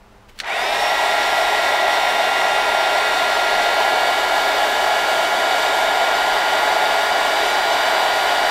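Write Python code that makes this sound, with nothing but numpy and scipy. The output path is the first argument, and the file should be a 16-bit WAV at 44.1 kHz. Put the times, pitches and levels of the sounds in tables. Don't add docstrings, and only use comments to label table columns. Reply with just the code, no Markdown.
import sys
import numpy as np
from scipy import signal
from scipy.fft import rfft, irfft, next_fast_len
from scipy.io import wavfile
from scipy.ndimage import uniform_filter1d

SR = 44100
rng = np.random.default_rng(int(sys.argv[2]) if len(sys.argv) > 2 else 0)


def digitize_waveform(pressure):
    field = np.atleast_2d(pressure).T
    bounded = np.clip(field, -1, 1)
    quanta = np.round(bounded * 32767).astype(np.int16)
    wavfile.write(sys.argv[1], SR, quanta)


def invert_db(x):
    u = np.asarray(x, float) / 20
    return 10 ** u


N = 374850
T = np.arange(N) / SR
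SIZE = next_fast_len(N + SR // 2)
HZ = np.maximum(np.fft.rfftfreq(SIZE, 1 / SR), 1)
ON_S = .405


def level(x, db):
    return x * invert_db(db) / np.sqrt(np.mean(x ** 2))


def bump(hz, centre_hz, width_hz):
    return np.exp(-.5 * ((hz - centre_hz) / width_hz) ** 2)


def shape(x, db):
    return irfft(rfft(x, SIZE) * invert_db(db), SIZE)[:N]


def spectrum(points):
    hz, db = np.transpose(points)
    return np.interp(np.log(HZ), np.log(hz), db)


def walk(rate_hz, t=T):
    knots = np.repeat(rng.standard_normal(int(T[-1] * rate_hz) + 3), 8)
    knots = 1.394 * uniform_filter1d(uniform_filter1d(knots, size=8), size=8)
    return np.interp(t * rate_hz * 8, np.arange(len(knots)), knots)


# frequency in Hz, density in dB per Hz.
ROOM = [(12, -27), (20, 0.5), (66, -9), (87, -19), (112, -9), (171, -28), (202, -8), (232, -20), (393, -19),
        (631, -17), (857, -17.5), (1070, -19), (15500, -50)]
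# frequency in Hz, level in dB.
HUM = [(59.8, -64), (199.2, -62), (403.7, -63.5), (845.2, -64)]


def workshop():
    hum = 0
    for hz, db in HUM:
        hum = hum + np.sqrt(2) * invert_db(db + 1.5 * walk(4.7)) * np.sin(2 * np.pi * hz * T)
    return level(shape(rng.standard_normal(N), spectrum(ROOM)), -48) + hum


# start in seconds, hold in seconds, level in dB.
THUMB = [
    (.11, .02, -65),
    (.28, .105, -56),
]


def thumb():
    rise_s, fall_s = .012, .08
    rub = level(shape(rng.standard_normal(N), 18 * bump(np.log2(HZ), 11.2, .9)), 0)
    press = 0
    for s, hold_s, db in THUMB:
        rise = np.clip((T - s) / rise_s, 0, 1)
        fall = np.exp(-np.maximum(T - s - hold_s, 0) / fall_s)
        press = press + invert_db(db) * rise * fall
    slips = invert_db(3.5 * walk(117))
    return rub * press * (T < ON_S) * slips


# start in seconds, peak in dB, rattle decay in seconds, tilt in dB per octave.
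SWITCH = [
    (0.3885, -22, 0.0023, 1),
    (0.4003, -10.5, 0.0032, -2),
    (0.434, -23, .004, -12),
    (0.443, -21, .004, -7),
    (.4545, -22, .006, -11),
    (.476, -19, .006, -12),
]
# frequency in Hz, density in dB per Hz.
ROCKER = [(300, -43), (900, -26), (1400, 2), (2200, 0.5), (2700, -2), (3200, 0), (4200, 0), (5800, -7),
          (8500, -12), (12000, -22), (15500, -24)]


def switch():
    bench_db, bench_s, rise_s = -9, 0.016, .0008
    out = np.zeros(N)
    for s, db, decay_s, tilt_db in SWITCH:
        t = np.maximum(T - s, 0)
        fall = np.exp(-t / decay_s) + invert_db(bench_db) * np.exp(-t / bench_s)
        colour_db = spectrum(ROCKER) + tilt_db * np.log2(np.maximum(HZ, 1500) / 3000)
        click = np.minimum(t / rise_s, 1) * fall * shape(rng.standard_normal(SR), colour_db)
        out += invert_db(db) * click / np.abs(click).max()
    return out


# time in seconds, shaft speed in Hz.
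SHAFT = [(1.25, 278.32), (2.25, 279.24), (3.25, 280.07), (4.25, 280.77), (5.25, 281.74), (6.25, 283.1),
         (7.25, 284.25), (8.25, 285.23), (8.5, 285.5)]


def shaft():
    spin_from_s, spin_s, hunt = .392, .105, 0.0003046
    steady_hz = np.interp(T, *np.transpose(SHAFT))
    share = 1 - np.exp(-(np.maximum(T, ON_S) - spin_from_s) / spin_s)
    turn = 2 * np.pi * np.cumsum(steady_hz * share * (1 + hunt * walk(8))) / SR
    return steady_hz, share, turn


def places():
    lean_in_s, lean_back_s, lean_s = 3.68, 6.1, 1
    close, back = (np.clip((T - s) / lean_s + .5, 0, 1) for s in (lean_in_s, lean_back_s))
    return np.array([1 - close, close - back, back])


# frequency in Hz, width in Hz, gain in dB.
SHELL = [(229, 27, 8), (830, 120, 7.5), (1430, 40, 11), (1980, 60, 1), (2280, 160, 10.5), (2650, 100, 4),
         (3620, 120, 6), (5100, 300, 11), (5494, 45, 11)]


def shell_db(hz):
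    return sum(db * bump(hz, centre_hz, width_hz) for centre_hz, width_hz, db in SHELL)


# shaft multiple, start in seconds, end in seconds, gain in dB.
SWELLS = [(13, .4, 1.6, -9), (12, 0.496, .59, 7.5), (3, 7.6, 9, -2), (15, 2.9, 3.8, 2), (9, .56, .92, 3.5),
          (5, .4, 0.92, -1.5), (5, .4, 1.8, -0.5), (48, .6, 2.4, 4), (7, 0.87, 1.4, 4), (10, .9, 2.06, -3),
          (10, 2.1, 3.3, 2.5), (5, 2.3, 4.6, 2), (30, 2.4, 3.1, 7), (7, 2.6, 3.2, -4), (16, 2.6, 4.1, 5.5),
          (14, 7.3, 9, 9.5), (13, 4.4, 5.5, -3), (6, 3.7, 5, 1.5), (15, 4.7, 6, -4), (26, 5.4, 6.3, 6),
          (7, 6.9, 7.9, -8), (6, 7.3, 9, -5), (47, 7.7, 9, 7)]


def swell_db(multiple, t):
    gain_db = 0
    for m, from_s, to_s, db in SWELLS:
        if round(m) == multiple:
            gain_db = gain_db + db * np.clip(np.minimum(t - from_s, to_s - t) / .05 + .5, 0, 1)
    return gain_db


# shaft multiple, far level in dB, close level in dB, half-way level in dB.
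BLADES = [(1, -55, -52, -52), (2, -51, -51, -51), (3, -31, -31, -30), (4, -52, -44, -39),
          (5, -29, -29, -29), (6, -36, -32, -34), (7, -33, -40, -40), (8, -35, -33, -34),
          (9, -38, -46, -46), (10, -38, -39, -40), (11, -44, -51, -59), (12, -46, -43, -42),
          (13, -38, -38, -41), (14, -43, -49, -49), (15, -41, -42, -47), (16, -48, -41, -40),
          (17, -53, -56, -45), (18, -52, -55, -54), (19, -49, -53, -50), (20, -45, -51, -52),
          (21, -61, -58, -51), (22, -61, -56, -60), (23, -57, -60, -60), (24, -60, -52, -57),
          (25, -59, -54, -56), (26, -59, -54, -51), (27, -61, -60, -57), (28, -61, -56, -58)]
# shaft multiple, far level in dB, close level in dB, half-way level in dB.
BRUSHES = [(29, -65, -62, -58), (39, -69, -68, -57), (40, -65, -61, -63), (41, -67, -66, -62),
           (42, -65, -67, -64), (45, -68, -62, -60), (46, -72, -63, -64), (47, -67, -69, -58),
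           (48, -58, -60, -67), (50, -60, -59, -65), (51, -63, -70, -66)]


def brush_lines():
    last_line, top_db, fall_db, scatter_db = 55, -65, -.25, 2.5
    strong = [row[0] for row in BRUSHES]
    lines = list(BRUSHES)
    for k in range(len(BLADES) + 1, last_line + 1):
        if k not in strong:
            db = top_db + fall_db * (k - len(BLADES)) + scatter_db * rng.standard_normal(3)
            lines.append((k, *db))
    return lines


def whine(steady_hz, share, turn, ripple, place):
    step, poles, start_current_db = 64, 4, 26
    t, place = T[::step], place[:, ::step]
    steady, speed = steady_hz[::step], (steady_hz * share)[::step]
    lag_db = 20 * np.log10(share)[::step]
    turn = turn + .016 * ripple
    out = 0
    for rows, throb, waver_db in ((BLADES, .03, .9), (brush_lines(), .25, 2.5)):
        comb = 0
        for k, *heard_db in rows:
            db = np.dot(heard_db, place) + shell_db(k * speed) - shell_db(k * steady) + swell_db(k, t)
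            if k % poles == 0:
                db = db + start_current_db * (1 - invert_db(lag_db))
            db = db + max(k - 21, 0) * .8 * lag_db
            db = db + waver_db * walk(3.07, t) + 0.67 * walk(20, t)
            comb = comb + np.interp(T, t, invert_db(db)) * np.sin(k * turn + 2 * np.pi * rng.random())
        out = out + comb * (1 + throb * ripple)
    return np.sqrt(2) * out * share ** 2.0


SPEED_POWER = [1.7, .6, 2.3]
SETTLE_DB = [-3, -3, 1.7]
SURGE_DB = [-1, 0.5, 0.5]
# roar level in dB, rush
# level in dB, hiss level in dB.
LEAN_DB = [(-.4, 0.65, -.7), (0.37, -.6, .3), (.1, -0.34, .4)]
AIR_ON_S = 0.43


def flow(share, place):
    settle_s, surge_at_s, surge_s = 0.31, 1.24, 0.13
    settle = np.exp(-np.maximum(T - AIR_ON_S, 0) / settle_s)
    surge = bump(T, surge_at_s, surge_s)
    fan_db = np.outer(SPEED_POWER, 20 * np.log10(share))
    return fan_db + np.outer(SETTLE_DB, settle) + np.outer(SURGE_DB, surge) + np.transpose(LEAN_DB) @ place


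FLOW_HZ = [750, 2300, 4500]
# frequency in Hz, density in dB per Hz.
AIR = [(60, -39), (200, -27.5), (330, -17), (600, -11.5), (1200, -15), (2400, -15.5), (3500, -16),
       (4300, -22.5), (6500, -29), (9000, -33.5), (13000, -38), (14500, -42), (15700, -45)]
# frequency in Hz, width in Hz,
# far gain in dB, close gain in dB, half-way gain in dB.
RESONANCES = [(417.5, 39.6, 6, 5, 6.5), (489, 27, -2.5, -1, -2.5), (662, 66.5, 11, 10.5, 10),
              (798.5, 74.4, 10.5, 10, 10.5), (998, 92, 8, 8.5, 9), (1322, 57, 4, 5.5, 5),
              (1648, 144, 5, 7, 7.5), (1783, 29, -8, -12, -7.5), (1918, 59, 10, 7.5, 9.5),
              (2102, 36, 6.5, 5, 6.5), (2610, 70, -1, -3, -1.5), (3010, 46, 1.5, 6, 7),
              (3130, 42, -3.5, -5, -4), (3727, 125, 6, 3.5, 4),
              (4150, 80, 1, 1, 2), (4550, 105, 3, 3, -1), (4810, 53, 4, 7, 8), (5580, 80, 3.5, -3, -0.5),
          (5930, 100, 3, 2.5, 1.5), (6300, 160, -1, -1.5, -1.5), (8000, 80, 3.5, 4.5, 4),
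          (7480, 130, 5, 2, 2), (8440, 87, 5, 7, 6), (9500, 200, 3.5, 1.5, 1), (10700, 250, 0, -1.5, -3.5),
          (11200, 150, -1, 1, 0), (11750, 200, 2, 4, 3.5), (12600, 150, -1, 2, 3),
              (908, 25, -6, -4.5, -3.5), (932, 21, 6, 2.5, 1), (1150, 27, -0.5, -3, 0.5),
         (1406, 27, -16, -10, -9), (3920, 40, -6, -0.5, 1), (4200, 60, 0, -4, -4), (8360, 60, 0, -5, -3),
         (9000, 80, -2, -4, -2), (10350, 80, 1, -2, -2), (13000, 200, -3, -3, -3)]


def air(share, turn, ripple, place):
    air_rise_s, air_db, spacing_oct = 0.038, -18.5, .75
    flow_db = flow(share, place)
    out, gust = 0, walk(26)
    for hz in 60 * 2 ** np.arange(0, 8.3, spacing_oct):
        offset = np.clip(np.log2(HZ / hz) / spacing_oct, -1, 1)
        band = shape(rng.standard_normal(N), 20 * np.log10(np.cos(offset * np.pi / 2) + 1e-9))
        mix = [np.interp(np.log(hz), np.log(FLOW_HZ), one) for one in np.eye(len(FLOW_HZ))]
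        treble = np.clip(np.log2(hz / 1500) / 2, 0, 1)
        db = np.array(mix) @ flow_db + treble * .5 * gust + (0.18 + 0.18 * treble) * walk(20)
        chop = 0.091 * np.cos(turn) + 0.077 * np.cos(2 * turn) + 0.018 * ripple
        out = out + band * invert_db(db) * (1 + treble * chop)
    out = out * np.clip((T - AIR_ON_S) / air_rise_s, 0, 1)
    peaks = RESONANCES
    bells = np.array([bump(HZ, row[0], row[1]) for row in peaks])
    colours_db = spectrum(AIR) + np.array(peaks)[:, 2:].T @ bells
    heard = sum(part * shape(out, db) for part, db in zip(place, colours_db))
    return level(heard, air_db)


def scene():
    steady_hz, share, turn = shaft()
    ripple = np.cos(2 * np.pi * 120 * T)
    place = places()
    mono = workshop() + thumb() + switch()
    mono = mono + whine(steady_hz, share, turn, ripple, place) * (T > ON_S)
    mono = mono + air(share, turn, ripple, place)
    return np.array([mono, mono])


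def difference(mono):
    count, low_hz, high_hz, wide_hz, fill_db, hiss_db, n = 30, 4200, 14500, 1400, -1, -80, 2048
    hiss = shape(rng.standard_normal(N), -40. * ((HZ < 4500) | (HZ > 12000)))
    side = level(hiss, hiss_db) * (T < ON_S)
    hz = np.fft.rfftfreq(n, 1 / SR)
    for when, where in rng.random((count, 2)):
        first = int(ON_S * SR + n + when * (N - ON_S * SR - 2 * n))
        from_hz = low_hz + where ** 1.4 * (high_hz - low_hz)
        band = np.abs(rfft(mono[first:first + n])) * (hz > from_hz) * (hz < from_hz + wide_hz)
        noise = irfft(band * np.exp(2j * np.pi * rng.random(len(hz))))
        side[first:first + n] += invert_db(fill_db) * signal.windows.kaiser(n, 9) * noise
    return side


def low_pass(x):
    return signal.sosfilt(signal.butter(12, 16450, fs=SR, output="sos"), x)


def record(dry):
    mono = shape(dry[0], -80. * (HZ > 15730))
    side = difference(mono)
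    return low_pass(np.array([mono + side, mono - side]))


dry = scene()
out = record(dry)
digitize_waveform(out)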